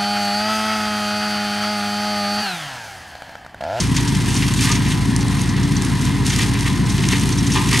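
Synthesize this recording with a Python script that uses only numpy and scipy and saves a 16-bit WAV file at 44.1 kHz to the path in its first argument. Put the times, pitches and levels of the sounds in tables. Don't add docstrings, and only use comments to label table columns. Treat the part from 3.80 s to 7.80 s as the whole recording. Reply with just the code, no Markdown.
import sys
import numpy as np
from scipy import signal
from scipy.fft import rfft, irfft, next_fast_len
from scipy.io import wavfile
from scipy.ndimage import map_coordinates

SR = 44100
rng = np.random.default_rng(int(sys.argv[2]) if len(sys.argv) > 2 else 0)


def to_wav(sig):
    pcm = np.clip(np.atleast_2d(sig), -1, 1) * 32767
    pcm = np.round(pcm).astype(np.int16)
    wavfile.write(sys.argv[1], SR, pcm.T)


N = 176400
TIME = np.arange(N) / SR


def amp(db):
    return 10 ** (np.asarray(db) / 20)


def unit(x):
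    return x / np.sqrt(np.mean(x ** 2) + 1e-20)


def along(points, hz):
    freqs, values = np.transpose(points)
    return np.interp(np.log(hz + 1), np.log(freqs + 1), values)


def noise():
    return rng.standard_normal(N)


def wobble(per_s):
    return map_coordinates(rng.standard_normal(int(N * per_s / SR) + 4), [TIME * per_s])


def filtered(x, response):
    size = next_fast_len(N + SR // 2)
    return irfft(rfft(x, size) * response(np.fft.rfftfreq(size, 1 / SR)), size)[..., :N]


def coloured(x, spectrum):
    return filtered(x, lambda hz: unit(amp(along(spectrum, hz))))


def tilted(x, db_per_octave):
    return filtered(x, lambda hz: amp(db_per_octave * np.log2(np.maximum(hz, 2000) / 3000)))


def envelope(start, attack, hold, t60):
    age = TIME - start
    return np.clip(age / attack, 0, 1) * np.exp(-np.log(1000) * np.clip((age - hold) / t60, 0, 2))


def shaft(hz, drift=0.00168):
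    speed = hz * (1 + drift * wobble(5))
    return 2 * np.pi * (np.cumsum(speed) / SR + rng.random())


def tones(angle, harmonics):
    return sum(np.sqrt(2) * amp(db + 0.5 * wobble(7.03))
               * np.sin(round(multiple) * angle + 2 * np.pi * rng.random())
               for multiple, db in harmonics)


def thicket(x, t60=0.28):
    t = TIME[:SR // 3]
    tail = rng.standard_normal(len(t)) * np.exp(-np.log(1000) * t / t60)
    return signal.fftconvolve(x, tail / np.linalg.norm(tail))[:N]


# time in seconds, level in dB.
GROWL_LEVELS = [(0, -57), (2.4, -38.5), (3.2, -37), (4, -26.5)]
# frequency in Hz, relative level in dB.
GROWL_SPECTRUM = [(100, -35), (220, -6), (255, 3), (290, 3), (330, 2.5), (400, -6.5), (470, -12.5),
                  (550, -28), (1200, -60)]

def housing():
    level_db = np.interp(TIME, *np.transpose(GROWL_LEVELS))
    return amp(level_db) * coloured(noise(), GROWL_SPECTRUM)


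# multiple of the firing rate, level in dB.
ENGINE_TONES = [(1, -28.5), (2, -25), (3, -33), (4, -39), (5, -45.5)]
# frequency in Hz, relative level in dB.
RUMBLE_SPECTRUM = [(20, -33), (42, -21), (60, -17), (85, -11), (125, -3), (175, 0.5), (270, -4), (305, -10),
                   (385, -9), (440, -23.5), (505, -21.5), (545, -31.5), (900, -32), (3000, -90)]
CLATTER_SPECTRUM = [(300, -15), (550, -22.5), (700, -1.5), (790, -8.5), (880, 0.5), (1020, 6), (1150, -1),
                    (1480, -4.5), (1850, 2.5), (2080, 2), (2280, -7.5), (2430, -4), (2700, -8.5),
                    (4200, -6), (7000, -24), (10000, -22), (15000, -40)]

def tractor(firing_hz=57.02):
    angle = shaft(firing_hz)
    exhaust_pulse = 1 + 0.37 * np.cos(angle)
    rumble = coloured(unit(noise() * exhaust_pulse), RUMBLE_SPECTRUM)
    clatter_pulse = 1 + 0.07 * np.cos(angle / 2)
    clatter = coloured(unit(noise() * clatter_pulse * amp(0.63 * wobble(15))), CLATTER_SPECTRUM)
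    return tones(angle, ENGINE_TONES) + amp(-23.5) * rumble + amp(-31.5) * clatter


# multiple of its speed, level in dB.
DRUM_TONES = [(1, -35.5), (2, -28.5), (3, -29), (4, -34), (5, -58), (7, -48.5)]
SAW_TONES = [(2, -26), (3, -39), (4, -29.5)]
BLOWER_TONES = [(1, -27.5), (2, -43), (3, -40)]
# frequency in Hz, level in dB.
GEAR_TONES = [(829, -50), (957, -47.5), (1003, -51.5), (1020, -47), (1208, -63)]
DRUM_HZ, SAW_HZ, BLOWER_HZ = 63.78, 70.9, 93.75

def rotors():
    parts = [(DRUM_HZ, DRUM_TONES), (SAW_HZ, SAW_TONES), (BLOWER_HZ, BLOWER_TONES)]
    hum = sum(tones(shaft(hz), harmonics) for hz, harmonics in parts)
    whine = sum(amp(db) * unit(amp(3.7 * wobble(13)) * np.sin(shaft(hz, drift=0.00299)))
                for hz, db in GEAR_TONES)
    return hum + whine


def splinters(per_s, spread_db, clump_db):
    clicks = (rng.random(N) < per_s / SR) * np.sign(noise())
    size_db = spread_db * np.clip(noise(), -2, 1.5)
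    swell_db = clump_db * np.clip(wobble(130), -2, 1.5)
    return unit(clicks * amp(size_db + swell_db))


# time in seconds, relative level in dB.
FEED_LEVELS = [(0, -30), (.1, -36), (.35, -31.5), (.44, -34), (.52, -29.5), (.62, -31.5), (.77, -31),
               (.83, -24), (.9, -26.5), (1.0, -36.5), (1.11, -30), (1.18, -38.5), (1.42, -39.5),
               (1.63, -33.5), (1.75, -40.5), (2.0, -35.5), (2.14, -38), (2.24, -35), (2.42, -38.5),
               (2.45, -31), (2.51, -29), (2.65, -30.5), (2.71, -35.5), (2.85, -32), (2.93, -35.5),
               (3.03, -38.5), (3.109, -33.5), (3.2, -35.5), (3.32, -30.5), (3.44, -33), (3.62, -34.5),
               (3.76, -28), (3.85, -32.5), (3.94, -24), (4, -26.5)]
# frequency in Hz, relative level in dB.
RUSTLE_SPECTRUM = [(500, -23), (1500, -1.5), (3000, 3.5), (4300, 0.5), (5200, 1), (6200, 0.5), (7100, -2.5),
                   (9000, -1.5), (10500, -6), (12500, -14.5), (15000, -33)]

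def feed(gain_db=2.5, ticks_per_s=41, tick_t60=0.007):
    level_db = np.interp(TIME, *np.transpose(FEED_LEVELS)) + 0.6 * wobble(35)
    grains = splinters(per_s=4500, spread_db=3.5, clump_db=2.5)
    hits = (rng.random(N) < ticks_per_s / SR) * amp(rng.uniform(1, 9.6, N))
    decay = np.exp(-np.log(1000) / (tick_t60 * SR))
    ticks = signal.lfilter([1], [1, -decay], hits) * noise()
    return coloured((grains + ticks) * amp(level_db + gain_db), RUSTLE_SPECTRUM)


# start in seconds, level in dB.
CHIP_HITS = [(.001, -17.5), (0.167, -25), (.277, -24), (0.561, -23), (0.914, -17.5), (.952, -24),
             (1.407, -27.5), (1.69, -28), (1.83, -28.5), (1.964, -27.5), (2.21, -31), (2.467, -27),
             (2.498, -23), (3.06, -28.5), (3.099, -26.5), (3.522, -25), (3.583, -24.5), (3.665, -25.5),
             (3.718, -22.5), (3.996, -16.5)]
# frequency in Hz, relative level in dB.
ZING_SPECTRUM = [(1500, -15), (3500, -4), (4400, 2), (5100, -1.5), (5800, 6), (6400, -0.5), (7200, -4.5),
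                 (9000, -7), (14000, -51)]

def zings(spread_octaves=0.08):
    out = np.zeros(N)
    for start, db in CHIP_HITS:
        pitch = 2 ** rng.uniform(-spread_octaves, spread_octaves)
        scrape = coloured(noise(), [(hz * pitch, level) for hz, level in ZING_SPECTRUM])
        out += amp(db) * envelope(start, attack=0.0012, hold=0.006, t60=0.055) * scrape
    return out


# start in seconds, hold of the ring in seconds,
# level in dB, extra level of the knock in dB.
SAW_BITES = [(0.841, .07, -31, -3), (0.893, 0.034, -32, -4), (2.579, 0.056, -35, -9),
             (2.855, .06, -35.5, -9), (3.32, 0.016, -32.5, 1), (3.754, 0.029, -23.5, -1),
             (3.923, 0.04, -31.5, 4)]
# frequency in Hz, relative level in dB.
KNOCK_SPECTRUM = [(600, -33), (850, -7), (970, -1), (1080, -7), (1450, -24), (3000, -60)]
# frequency in Hz, relative level in dB, seconds to fade 60 dB.
DISC_TONES = [(870, -10, .55), (940, -11, .45), (1019, -3.5, .65), (1134, -13, .29), (1210, -6, .22)]

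def saw_discs(attack=0.002):
    knocks = sum(amp(db + knock_db) * envelope(start, attack, hold=0.008, t60=0.07)
                 for start, _, db, knock_db in SAW_BITES)
    out = knocks * coloured(noise(), KNOCK_SPECTRUM)
    for hz, tone_db, t60 in DISC_TONES:
        gain = np.sqrt(2) * amp(tone_db + 2 * wobble(60))
        phase_waver = 0.8 * wobble(60)
        for start, hold, db, _ in SAW_BITES:
            ring = np.sin(2 * np.pi * (hz * TIME + rng.random()) + phase_waver)
            out += amp(db) * gain * envelope(start, attack, hold, t60) * ring
    return out


# start in seconds, hold in seconds, level in dB,
# brightness in dB per octave.
KNIFE_CHOPS = [(0.162, 0.015, -23, 2.5), (0.622, 0.0077, -20.5, -0.5), (0.785, .012, -27.5, 6),
               (.808, .015, -28, 1), (0.838, 0.095, -26.5, 0), (.951, .006, -24, -1),
               (1.06, 0.013, -28.5, 0), (1.108, .012, -26, 2), (1.764, 0.0073, -28.5, 3),
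               (2.501, .008, -28, -2), (2.528, .006, -23.5, 5), (2.557, .005, -28, -4),
               (2.588, 0.043, -23, -0.5), (2.742, 0.011, -28, -5), (2.852, 0.025, -27.5, -4),
               (3.18, .003, -25, 4), (3.236, .003, -25, 3.5), (3.287, .025, -27, -2),
               (3.3225, .006, -17, -3), (3.354, .005, -24, 2), (3.752, 0.028, -21, 0.5),
               (3.914, 0.057, -23.5, -1), (3.945, .006, -22.5, 2)]
# frequency in Hz, relative level in dB.
CRUNCH_SPECTRUM = [(60, -35), (200, -10), (370, 3), (550, -20), (1000, -9), (1400, -10), (1850, 4.5),
                   (3000, 0.5), (4500, -5), (7000, -13), (10000, -25), (15000, -50)]

def chops():
    crunch = np.zeros(N)
    for start, hold, db, brightness in KNIFE_CHOPS:
        burst = amp(db) * envelope(start, attack=0.001, hold=hold, t60=0.1) * noise()
        crunch += tilted(burst, brightness)
    knife_pulse = 1 + 0.33 * np.cos(shaft(DRUM_HZ))
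    roughness = amp(1.5 * wobble(500))
    return coloured(unit(knife_pulse * roughness) * crunch, CRUNCH_SPECTRUM)


# start in seconds, relative level in dB,
# level of the tail against the crack in dB, brightness in dB per octave.
STEM_SNAPS = [(.1662, -5.5, -13, -1), (.5435, -14, -12, 0), (0.7387, -8, -20, -1.5), (.7825, -14, -14, 0),
              (.8095, -12, -8, 1), (.838, -12, -8, 0), (1.2565, -15.5, -13, -1.5), (1.3635, -9, -21, 1.5),
              (1.4831, -17, -15, 1.5), (1.617, -15.5, -7, 1.5), (2.0215, -14, -16, 0), (2.049, -16, -8, 3),
              (2.214, -14, -13, -1), (2.2532, -17, -12, 3), (2.4664, -5.5, -19, -1), (2.562, -10.5, -9, 1),
              (2.589, -12, -9, 0), (2.617, -10, -9, -1), (2.8085, -10, -9, 0), (3.18, -13, -11, -5),
              (3.208, -15, -12, -5), (3.254, -12.5, -13, -1.5), (3.2879, -5.5, -16, -2.5),
              (3.397, -17, -17, 1), (3.411, -14, -18, -1), (3.4918, -5, -26, -2), (3.738, -9, -11, -2),
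              (3.9745, -8, -15, -3), (3.992, -6.5, -11, 0.5)]
# frequency in Hz, relative level in dB.
CRACK_SPECTRUM = [(500, -23), (1500, -9), (3500, 0), (6000, 6), (10000, 1), (12500, -13), (15500, -33)]

def snaps(gain_db=-6.2, hold=0.0005):
    fibres = np.sign(noise())
    out = np.zeros(N)
    for start, db, tail_db, brightness in STEM_SNAPS:
        crack = envelope(start, attack=1 / SR, hold=hold, t60=0.003)
        tail = amp(tail_db) * envelope(start + hold, attack=hold, hold=0, t60=0.035)
        out += tilted(amp(db + gain_db) * (crack + tail) * fibres, brightness)
    return coloured(out, CRACK_SPECTRUM)


# frequency in Hz, gain in dB.
SIDE_ECHO = [(60, -13), (250, -29), (550, 2), (1000, -22), (4500, -15), (9000, -38)]
# frequency in Hz, difference in dB.
LEFT_LOUDER = [(60, -1.5), (87, -1.5), (130, -1), (180, 3), (260, 2), (380, 1.0), (550, -2), (790, 11),
               (1140, -0.5), (1650, 3), (2380, -1.5), (3440, -1.0), (4970, 0), (7180, 1.5), (10400, -1.5),
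               (15000, -1)]
# frequency in Hz, phase in radians.
LEFT_AHEAD = [(0, 0.6), (340, 0.41), (600, 0.95), (1030, -0.59), (1550, 0.37), (2150, -0.61), (2670, -0.11),
              (4740, 0.095), (5000, -0.26), (5860, 0.47), (6720, 0.0), (15200, -0.0)]

def scene():
    cutting = feed() + chops() + snaps() + zings() + saw_discs()
    machine = tractor() + rotors() + housing() + cutting
    side = filtered(thicket(machine), lambda hz: amp(along(SIDE_ECHO, hz)))
    middle = machine + amp(-11) * thicket(cutting)
    stereo = np.array([middle + side, middle - side])
    ears = np.array([[0.5], [-0.5]])
    return filtered(stereo, lambda hz: amp(ears * along(LEFT_LOUDER, hz))
                    * np.exp(1j * ears * along(LEFT_AHEAD, hz)))


def record(dry, top_hz=15400):
    return filtered(dry, lambda hz: hz < top_hz)


dry = scene()
out = record(dry)
to_wav(out)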